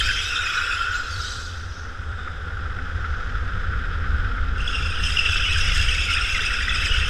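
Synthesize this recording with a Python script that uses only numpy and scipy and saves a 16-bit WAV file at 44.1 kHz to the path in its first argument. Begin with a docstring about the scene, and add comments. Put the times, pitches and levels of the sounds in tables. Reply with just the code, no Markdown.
"""Tyres squeal and skid at once, in the first of two tight corners on the smooth floor of an indoor kart track.
Tread blocks stick and slip as wavering tones and short gliding chirps; squeaks, swishes and scuffs join them.
Close by ride a low engine throb and drone, shaped noise for rolling roar and wind rumble, a faint whine and knocks.
The microphone rides on board in a plastic camera case, whose resonances colour the noise and the chirping tread.
The hall answers the tyres with sparse reflections a little below their direct sound."""
import sys
import numpy as np
from scipy import signal
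from scipy.fft import rfft, irfft, next_fast_len
from scipy.io import wavfile
from scipy.ndimage import uniform_filter1d

SR = 44100
rng = np.random.default_rng(int(sys.argv[2]) if len(sys.argv) > 2 else 0)


def file_out(sig):
    """Save sig as 16-bit WAV at sys.argv[1]."""
    # one column per channel
    cols = np.atleast_2d(sig).T
    # limit, then scale
    lim = np.clip(cols, -1, 1)
    pcm = np.round(lim * 32767).astype(np.int16)
    wavfile.write(sys.argv[1], SR, pcm)


N = 312669
TIME = np.arange(N) / SR  # s

# All levels are relative; spectra shape noise that is then evened to rms 1.
# Reverberation of the hall: frequency_hz, t60_s
HALL_DECAY = [(500, 0.34), (3000, 1), (10000, 0.96)]
# Resonances and notches of the camera case: centre_hz, gaussian_half_width_hz, gain_db
CASE_RESONANCES = [(1401, 185, 13.5), (2530, 72, 4.5), (3183, 510, 3.5), (4310, 340, -8), (5090, 260, 5),
                   (8160, 550, -0.5), (9160, 130, -3.5)]
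# Pace of the kart, which sets levels of wind, drone, engine and rolling: time_s, share_of_top_speed
KART_SPEED = [(0.0, 0.7), (0.8, 0.61), (1.8, 0.59), (3.1, 0.89), (4.4, 1.0), (5.3, 0.97), (6.3, 0.86),
              (7.09, 1)]

# Spectrum of the wind rumble: frequency_hz, density_db_per_hz
WIND_SPECTRUM = [(4, -3), (11, 3), (24, -1.5), (35, 1), (55, -0.5), (78, -1), (100, -13), (140, -24.5),
                 (220, -31.5), (500, -79)]
# Gusts on the camera case: peak_s, level_db, length_s
WIND_GUSTS = [(0.07, -26, 0.071), (4.17, -18.5, 0.11), (4.44, -22, 0.11), (5.8, -23, 0.45),
              (6.98, -22, 0.076)]
# Spectrum of the muffled drive drone: frequency_hz, density_db_per_hz
DRONE_SPECTRUM = [(60, -34), (130, -4), (200, -6), (320, -3), (480, 2), (540, -1), (620, -8.5), (780, -4.5),
                  (950, -9.5), (1400, -10.5), (4000, -55)]
# Upper engine orders: multiple_of_engine_hz, level_db
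UPPER_ORDERS = [(2, -1.5), (3, -4.5), (4, -15.5), (5, -29), (6, -20)]
# Throttle, off through the first corner and full on the straight: from_s, engine_gain_db
THROTTLE_STEPS = [(0, -4.5), (1.15, 1), (2.74, 3), (5.1, -1)]
# Gear whine while the kart gathers speed: start_s, end_s, level_db, easing_db_per_s
WHINE_SPANS = [(2.15, 2.95, -58, 4.5)]
# Spectrum of the rolling roar: frequency_hz, density_db_per_hz
ROLL_SPECTRUM = [(400, -27), (950, -16), (1250, -2.5), (1500, 0.5), (1850, 0.5), (2400, -11), (2800, -13),
                 (3300, -10), (4300, -11.5), (6500, -33.5), (14000, -62)]
# Spectrum of the steady floor hiss: frequency_hz, density_db_per_hz
HISS_SPECTRUM = [(1000, 0), (2000, -7.5), (3300, -1), (5100, -3.5), (6500, -8.5), (8000, -12),
                 (10300, -21.5), (14000, -33)]
# Knocks of the chassis over the floor: start_s, level_db
CHASSIS_KNOCKS = [(2.2736, -20), (2.713, -28), (2.7866, -21.5), (3.042, -19.5), (3.7322, -21),
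                  (4.0397, -19), (4.3798, -19)]
# Spectrum of the knocks: frequency_hz, density_db_per_hz
KNOCK_SPECTRUM = [(700, -28), (1300, 1.5), (2000, 4), (3000, -28), (6000, -50), (12000, -85)]

# Swishes of rubber sliding sideways: middle_s, level_db, centre_hz, half_width_hz, gaussian_length_s
SIDE_SWISHES = [(0.03, -38.5, 4730, 350, 0.072), (1.307, -48, 7560, 450, 0.095),
                (1.78, -49.5, 5500, 605, 0.056), (2.14, -72, 7800, 400, .12), (2.24, -58, 3570, 220, 0.13),
                (3.15, -60, 5400, 1220, 0.28)]
# Light scuffs on leaving the first corner: peak_s, level_db, length_s
LIGHT_SCUFFS = [(0.96, -37.5, .05), (1.27, -36, 0.22), (1.76, -53, 0.068)]
# Spectrum of the scuffs: frequency_hz, density_db_per_hz
SCUFF_SPECTRUM = [(1500, -36), (2500, -3.5), (3300, -2.5), (3900, 5), (4400, 7.5), (5100, -4.5), (5700, -2),
                  (6500, -3), (7500, -23), (8400, -8.5), (9500, -19), (11500, -21), (14000, -31)]
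# Single loud squeaks: start_s, level_db, start_hz, end_hz, length_s
HARD_SQUEAKS = [(0, -20.5, 3290, 3010, 0.018), (.058, -21.5, 1564, 1444, 0.029),
                (.077, -22.5, 1905, 1360, 0.031), (0.158, -27.5, 3080, 3330, .055),
                (0.282, -30, 2780, 2720, 0.06), (0.343, -25.5, 3600, 3470, 0.051),
                (.454, -24.5, 2534, 2505, 0.028), (0.698, -28, 2620, 2490, .04),
                (.915, -41, 7600, 6170, 0.03), (0.938, -42, 6800, 7840, 0.063),
                (1.078, -38, 5070, 4090, 0.11), (1.233, -35.5, 3760, 3970, 0.067),
                (2.078, -53, 3800, 3400, 0.3), (4.604, -27, 2810, 2740, 0.0097),
                (4.676, -19.5, 3320, 3280, 0.0068), (4.74, -25.5, 2770, 2743, .031),
                (5.035, -21, 2620, 2820, 0.011), (5.047, -24, 2870, 3280, 0.03),
                (5.168, -15, 2710, 2980, 0.0095), (5.187, -13, 2673, 2710, 0.012),
                (5.254, -16.5, 2763, 2690, 0.016), (5.423, -22, 2687, 3040, 0.064),
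                (5.558, -20, 1626, 1520, 0.013), (5.976, -21, 2564, 2640, 0.036),
                (6.083, -26, 2010, 2370, .017), (6.123, -21, 2980, 2750, 0.024),
                (6.167, -16.5, 2540, 2470, 0.01), (6.343, -21.5, 2240, 1960, 0.019),
                (6.679, -20, 1880, 2000, .011), (6.691, -19.5, 3580, 3400, 0.011),
                (6.908, -21.5, 2870, 3040, 0.024)]
# Low howl of the loaded tyre: start_s, end_s, level_db, easing_db_per_s
HOWL_SPANS = [(0.27, 0.55, -28.5, 0), (0.5, 0.93, -29, -3.5), (1.0, 1.3, -34.5, 7)]
# Deep skids: start_s, end_s, level_db, easing_db_per_s
DEEP_SKIDS = [(-0.06, 0.1, -24, 19), (0.4, 0.58, -28.5, 18), (4.95, 5.2, -35.5, -7), (5.2, 5.95, -30.5, -2),
              (6.06, 6.22, -23.5, 28), (6.3, 6.98, -26.5, 2.5)]
# Spectrum of the deep skids: frequency_hz, density_db_per_hz
SKID_SPECTRUM = [(900, -35), (1400, -10.5), (1800, -0.5), (2300, -1.5), (2700, -14.5), (4000, -11),
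                 (9000, -33)]
# Slides in the first corner: start_s, end_s, level_db, easing_db_per_s
FIRST_SLIDES = [(-0.086, 0.82, -27.5, 5)]
# Stick-slip tones of the tread in the first corner: pitch_hz, level_db, pitch_drift_share
FIRST_SQUEALS = [(2596, -6, 0.0278), (3490, -7, .06), (5130, -11.5, 0.023), (7680, -31, 0.035)]
# Tread spectrum in the first corner: frequency_hz, density_db_per_hz
FIRST_SPECTRUM = [(900, -27), (1450, -4), (2100, -11), (2650, 2), (3300, 1), (3900, -1.5), (4400, 3),
                  (5100, 0.5), (5600, 3), (6300, -5), (7600, -3.5), (9000, -13), (10500, -13), (14000, -31)]
# Slides in the second corner: start_s, end_s, level_db, easing_db_per_s
SECOND_SLIDES = [(4.54, 5.13, -38, 2), (4.62, 5.0, -34.5, 4), (4.7, 4.78, -35, 2), (5.004, 5.06, -28.5, -1),
                 (5.112, 6.437, -28.5, 1.5), (5.217, 7.09, -29, 1.9), (6.664, 7.09, -28.5, 6)]
# Stick-slip tones of the tread in the second corner: pitch_hz, level_db, pitch_drift_share
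SECOND_SQUEALS = [(2670, -3.5, 0.024), (3260, -10, 0.055), (5260, -19, 0.017), (8160, -22.5, 0.026)]
# Tread spectrum in the second corner: frequency_hz, density_db_per_hz
SECOND_SPECTRUM = [(900, -47.5), (1450, -40), (2200, -8), (2700, -1.5), (3300, -1), (4300, -11.5),
                   (5100, 0), (6000, -8.5), (6900, -11), (7400, -18), (8300, -12), (9500, -20),
                   (11000, -23.5), (14000, -38), (15500, -52)]

# Growth with pace: level_at_top_speed_db, power_of_speed
WIND_LAW, DRONE_LAW, ROLL_LAW = (-24.5, 2.27), (-42, 0.81), (-33, 1.44)
THROB_LAW, ORDERS_LAW = (-35, 0.55), (-45.5, 1.7)
ENGINE_HZ = 84.2
WHINE_HZ, WHINE_CLIMB_HZ_PER_S = 724, 150
# A slide builds up, and dies as the tyre grips again
SLIDE_RISE_S, GRIP_DB_PER_S = 0.051, 65
EDGE_HZ = 14900  # upper band edge of the recorder


def amp(db):
    """Amplitude ratio of a level in dB."""
    return 10 ** (np.asarray(db) / 20)


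def evened(x):
    """Scales a sound to rms 1."""
    return x / np.sqrt(np.mean(x ** 2) + 1e-20)


def steadied(x):
    """Evens out slow swells and leaves the fast flutter."""
    power = uniform_filter1d(x ** 2, size=5000)
    return x / np.sqrt(abs(power) + 1e-9)


def read(points, hz):
    """Reads a spectrum joined by straight lines on a log frequency axis."""
    f, value = np.transpose(points)
    return np.interp(np.log(hz + 1), np.log(f + 1), value)


def add(mix, start_s, sound):
    """Lays a sound into the mix, cut off at the end."""
    part = mix[max(round(start_s * SR), 0):][:len(sound)]
    part += sound[:len(part)]


def wander(rate_hz):
    """Smooth chance of rms 1 that turns about rate_hz times a second."""
    knots = rng.standard_normal(8192)
    return evened(np.interp(TIME * 2 * rate_hz, np.arange(len(knots)), knots))


def colour(x, spectrum):
    """A source's own spectrum, heard through the camera case; rms 1."""
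    size = next_fast_len(N + 4096)
    hz = np.fft.rfftfreq(size, 1 / SR)
    case_db = sum(db * np.exp(-.5 * ((hz - f) / width) ** 2) for f, width, db in CASE_RESONANCES)
    gain = amp(read(spectrum, hz) + case_db)
    return evened(irfft(rfft(x, size) * gain, size)[:N])


def with_speed(law):
    """The gain of a sound that grows as a power of the kart's speed."""
    top_db, power = law
    speed = np.interp(TIME, *np.transpose(KART_SPEED))
    return amp(top_db) * np.maximum(speed, 1e-3) ** power


def held(rows):
    """The gain of held sounds such as slides: a quick rise, a hold that drifts in level and a release."""
    power = np.zeros(N)
    for start, end, db, easing in rows:
        rise = np.clip((TIME - start) / SLIDE_RISE_S, 0, 1)
        eased_db = easing * np.clip(TIME - start, 0, end - start)
        release_db = GRIP_DB_PER_S * np.maximum(TIME - end, 0)
        power += (rise * amp(db - eased_db - release_db)) ** 2
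    return np.sqrt(power)


def swells(rows):
    """The gain of brief swells: a rounded rise to the peak and an exponential tail."""
    power = np.zeros(N)
    for peak, db, length in rows:
        u = (TIME - peak) / length
        shape = np.exp(-np.where(u < 0, u ** 2, abs(u)))
        power += (amp(db) * shape) ** 2
    return np.sqrt(power)


def hall(x):
    """Sparse reflections that die sooner in the bass than in the treble; their pattern keeps changing as the
    kart moves."""
    out = np.zeros(N)
    for k in range(4):
        # about 2500 reflections a second, faded by the t60 of each frequency
        taps = rng.standard_normal(SR) * (rng.random(SR) < 2500 / SR)
        hz, t, z = signal.stft(taps, SR, nperseg=256)
        fade = amp(-60 * t / read(HALL_DECAY, hz)[:, None])
        tail = signal.istft(z * fade, SR, nperseg=256)[1]
        # each pattern has its own slow beat, 2 to 5 Hz
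        sent = x * np.cos(2 * np.pi * (k + 2) * TIME + k)
        out += signal.fftconvolve(sent, tail / np.linalg.norm(tail))[:N]
    return out / np.sqrt(2)


def wind():
    """Air and shaking buffet the camera case in lumps, harder at speed and in gusts."""
    rumble = steadied(colour(rng.standard_normal(N), WIND_SPECTRUM))
    lumps = rumble * amp(1.1 * wander(4.2))
    return lumps * np.hypot(with_speed(WIND_LAW), swells(WIND_GUSTS))


def drive_drone():
    """The muffled drone of the drive: fluttering low noise that grows with speed."""
    noise = rng.standard_normal(N) * amp(wander(40))
    return colour(noise, DRONE_SPECTRUM) * with_speed(DRONE_LAW)


def engine():
    """An uneven low throb whose level follows the throttle, its upper orders growing faster with speed."""
    turns = np.cumsum(ENGINE_HZ * np.exp(0.02 * wander(9))) / SR
    # echoes from the passing walls blur the phase and strength of each order
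    throb_phase = 2 * np.pi * (turns + 0.21 * wander(13))
    throb = evened(amp(3.96 * wander(12)) * np.sin(throb_phase))
    upper = np.zeros(N)
    for multiple, db in UPPER_ORDERS:
        strength = amp(db + 3.7 * wander(16))
        upper += strength * np.sin(2 * np.pi * (multiple * turns + 0.22 * wander(17)))
    throttle_db = np.full(N, float(THROTTLE_STEPS[0][1]))
    for start, db in THROTTLE_STEPS:
        throttle_db[TIME >= start] = db
    throttle = amp(uniform_filter1d(throttle_db, size=4000))
    return throttle * (throb * with_speed(THROB_LAW) + upper * with_speed(ORDERS_LAW))


def whine():
    """A faint, slightly unsteady gear tone that climbs along the straight."""
    hz = WHINE_HZ + WHINE_CLIMB_HZ_PER_S * (TIME - WHINE_SPANS[0][0])
    turns = np.cumsum(hz * np.exp(0.0056 * wander(30))) / SR
    return np.sqrt(2) * np.sin(2 * np.pi * turns) * held(WHINE_SPANS)


def rolling():
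    """Floor grit drums on the tyres, louder with speed, over a fluttering hiss of constant level."""
    grit = rng.standard_normal(N) * amp(1.4 * wander(70))
    hiss = colour(rng.standard_normal(N) * amp(.8 * wander(120)), HISS_SPECTRUM)
    return colour(grit, ROLL_SPECTRUM) * with_speed(ROLL_LAW) + amp(-51.5) * hiss


def knocks():
    """Bumps give short dull rattles that ring the camera case."""
    bumps, t = np.zeros(N), np.arange(2000) / SR
    swell = t / .0035 * np.exp(-t / .0035)  # peaks after 3.5 ms
    for start, db in CHASSIS_KNOCKS:
        add(bumps, start, amp(db) * swell * rng.standard_normal(len(t)))
    return amp(-50) * colour(bumps, KNOCK_SPECTRUM)


def rubbing(patchy_db):
    """Hiss of sliding rubber, flaring in patches some 20 ms long and 700 Hz wide."""
    z = signal.stft(rng.standard_normal(N), nperseg=256)[2]
    patches = uniform_filter1d(rng.standard_normal(z.shape), size=4, axis=0)
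    patches = uniform_filter1d(patches, size=7, axis=1)
    return evened(signal.istft(z * amp(patchy_db * evened(patches)), nperseg=256)[1][:N])


def chatter(lo_hz, hi_hz, length_s, glide, spread_db, hiss, rough, overtone_db, count, patchy_db=7.0):
    """Tread blocks let go one by one, each a short torn chirp, over the hiss of rubbing rubber."""
    out, shake = np.zeros(N), np.exp(rough * wander(450))
    for when, pitch, span, slope, size in rng.random((count, 5)):
        start = int(when * N)
        samples = int(length_s * (.4 + 1.2 * span) * SR) + 8
        jitter = shake[start:start + samples]
        u = np.linspace(0, 1, len(jitter))
        bend = np.exp(glide * (2 * slope - 1) * (u - .5))  # up or down by chance
        hz = (lo_hz + (hi_hz - lo_hz) * pitch) * bend * jitter
        phase = 2 * np.pi * np.cumsum(hz) / SR
        overtones = np.sin(2 * phase) + np.sin(3 * phase)
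        chirp = np.sin(phase) + amp(overtone_db) * overtones
        add(out, start / SR, amp(spread_db * size ** 2) * np.sin(np.pi * u) ** 2 * chirp)
    return evened(out) + hiss * rubbing(patchy_db)


def stick_slip(hz, drift, jitter, flutter_db, burst_hz):
    """A self-excited rubber tone: its pitch skips about and its strength comes in bursts."""
    pitch = hz * np.exp(drift * wander(burst_hz) + jitter * wander(400))
    turns = np.cumsum(pitch) / SR
    bursts = np.tanh(.35 * wander(burst_hz) + .35 * wander(90))
    return steadied(np.sin(2 * np.pi * turns) * amp(2 * flutter_db * bursts))


def slipping(x, rows, brighten, flicker_db):
    """Plays rubber noise on the slides: harder slip is brighter, and the treble comes in uneven flares."""
    slip = held(rows)
    low = signal.sosfiltfilt(signal.butter(4, 4300, fs=SR, output="sos"), x)
    treble_gain = (slip / amp(-24) + 1e-9) ** brighten * amp(flicker_db * wander(12))
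    return slip * (low + treble_gain * (x - low))


def swishes():
    """Light side slip that hisses in a narrow band without breaking into a squeal."""
    size = 2 ** 19
    out, hiss = np.zeros(N), rfft(rng.standard_normal(size))
    hz = np.fft.rfftfreq(size, 1 / SR)
    for middle, db, centre_hz, width, length in SIDE_SWISHES:
        band = evened(irfft(hiss * np.exp(-.5 * ((hz - centre_hz) / width) ** 2))[:N])
        out += amp(db) * band * np.exp(-.5 * ((TIME - middle) / length) ** 2)
    return out


def scuff():
    """Leaving the corner, the lightly loaded tyres give a thin, airy screech of high chirps and hiss."""
    screech = chatter(3000, 8000, length_s=.018, glide=0.068, spread_db=9.5, hiss=1.4, rough=0.024,
                      overtone_db=-30, count=3000, patchy_db=2.5)
    return amp(1.0) * swells(LIGHT_SCUFFS) * steadied(colour(screech, SCUFF_SPECTRUM))


def squeaks():
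    """Single hard slips: a rough gliding tone with a weak octave."""
    out, shake = np.zeros(N), np.exp(.02 * wander(500))
    tear = evened(amp(2 * wander(260)))
    for start, db, start_hz, end_hz, length in HARD_SQUEAKS:
        u = np.linspace(0, 1, int(length * SR) + 8)
        hz = (start_hz + (end_hz - start_hz) * u) * shake[int(start * SR):][:len(u)]
        phase = 2 * np.pi * np.cumsum(hz) / SR
        tone = np.sin(phase) + amp(-21) * np.sin(2 * phase)
        add(out, start, amp(db) * np.sin(np.pi * u) * tone)
    return amp(2.5) * out * tear


def howl():
    """The loaded tyre howls on a low stick-slip tone, with a noise roar beneath."""
    tone = stick_slip(hz=1424, drift=.035, jitter=0.0358, flutter_db=6.5, burst_hz=25)
    roar = colour(rng.standard_normal(N), ROLL_SPECTRUM)
    return (amp(-0.5) * tone + amp(-3.0) * roar) * held(HOWL_SPANS)


def skids():
    """Under the heaviest load the rubber slips lower and rougher, a rasp of very short chirps."""
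    tread = chatter(1201, 3234, length_s=0.0133, glide=0.23, spread_db=9.5, hiss=0.76, rough=0.04,
                    overtone_db=-1, count=1600)
    return amp(-2.0) * steadied(colour(tread, SKID_SPECTRUM)) * held(DEEP_SKIDS)


def first_corner():
    """A few squealing stick-slip tones plus the long chirps of the rest of the tread."""
    squeal = sum(amp(db) * stick_slip(hz, drift, jitter=.015, flutter_db=8.5, burst_hz=13)
                 for hz, db, drift in FIRST_SQUEALS)
    tread = chatter(1200, 4300, length_s=0.0504, glide=0.118, spread_db=12, hiss=1.0, rough=0.022,
                    overtone_db=-2.5, count=1400)
    rubber = squeal + amp(-2.5) * steadied(colour(tread, FIRST_SPECTRUM))
    return slipping(rubber, FIRST_SLIDES, brighten=0.23, flicker_db=0.5)


def second_corner():
    """Squealing stick-slip tones in faster bursts, over shorter and denser tread chirps."""
    squeal = sum(amp(db) * stick_slip(hz, drift, jitter=.021, flutter_db=8, burst_hz=20)
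                 for hz, db, drift in SECOND_SQUEALS)
    tread = chatter(1202.5, 4300, length_s=0.0162, glide=0.147, spread_db=15.5, hiss=0.8, rough=0.028,
                    overtone_db=-1.5, count=2200, patchy_db=2.5)
    rubber = squeal + amp(-2) * steadied(colour(tread, SECOND_SPECTRUM))
    return slipping(rubber, SECOND_SLIDES, brighten=0.2, flicker_db=2.3)


def scene():
    """Direct tyres and their hall reflections over the close sounds of the kart, in mono."""
    kart = wind() + drive_drone() + engine() + whine() + rolling() + knocks()
    tyres = swishes() + scuff() + squeaks() + howl() + skids() + first_corner() + second_corner()
    return (kart + amp(-5) * hall(tyres) + amp(-1) * tyres)[None]


def record(dry):
    """The recorder's band limit: a steep low-pass."""
    low_pass = signal.firwin(301, EDGE_HZ, window=("kaiser", 9), fs=SR)
    return signal.oaconvolve(dry, low_pass[None], "same")


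dry = scene()
out = record(dry)
file_out(out)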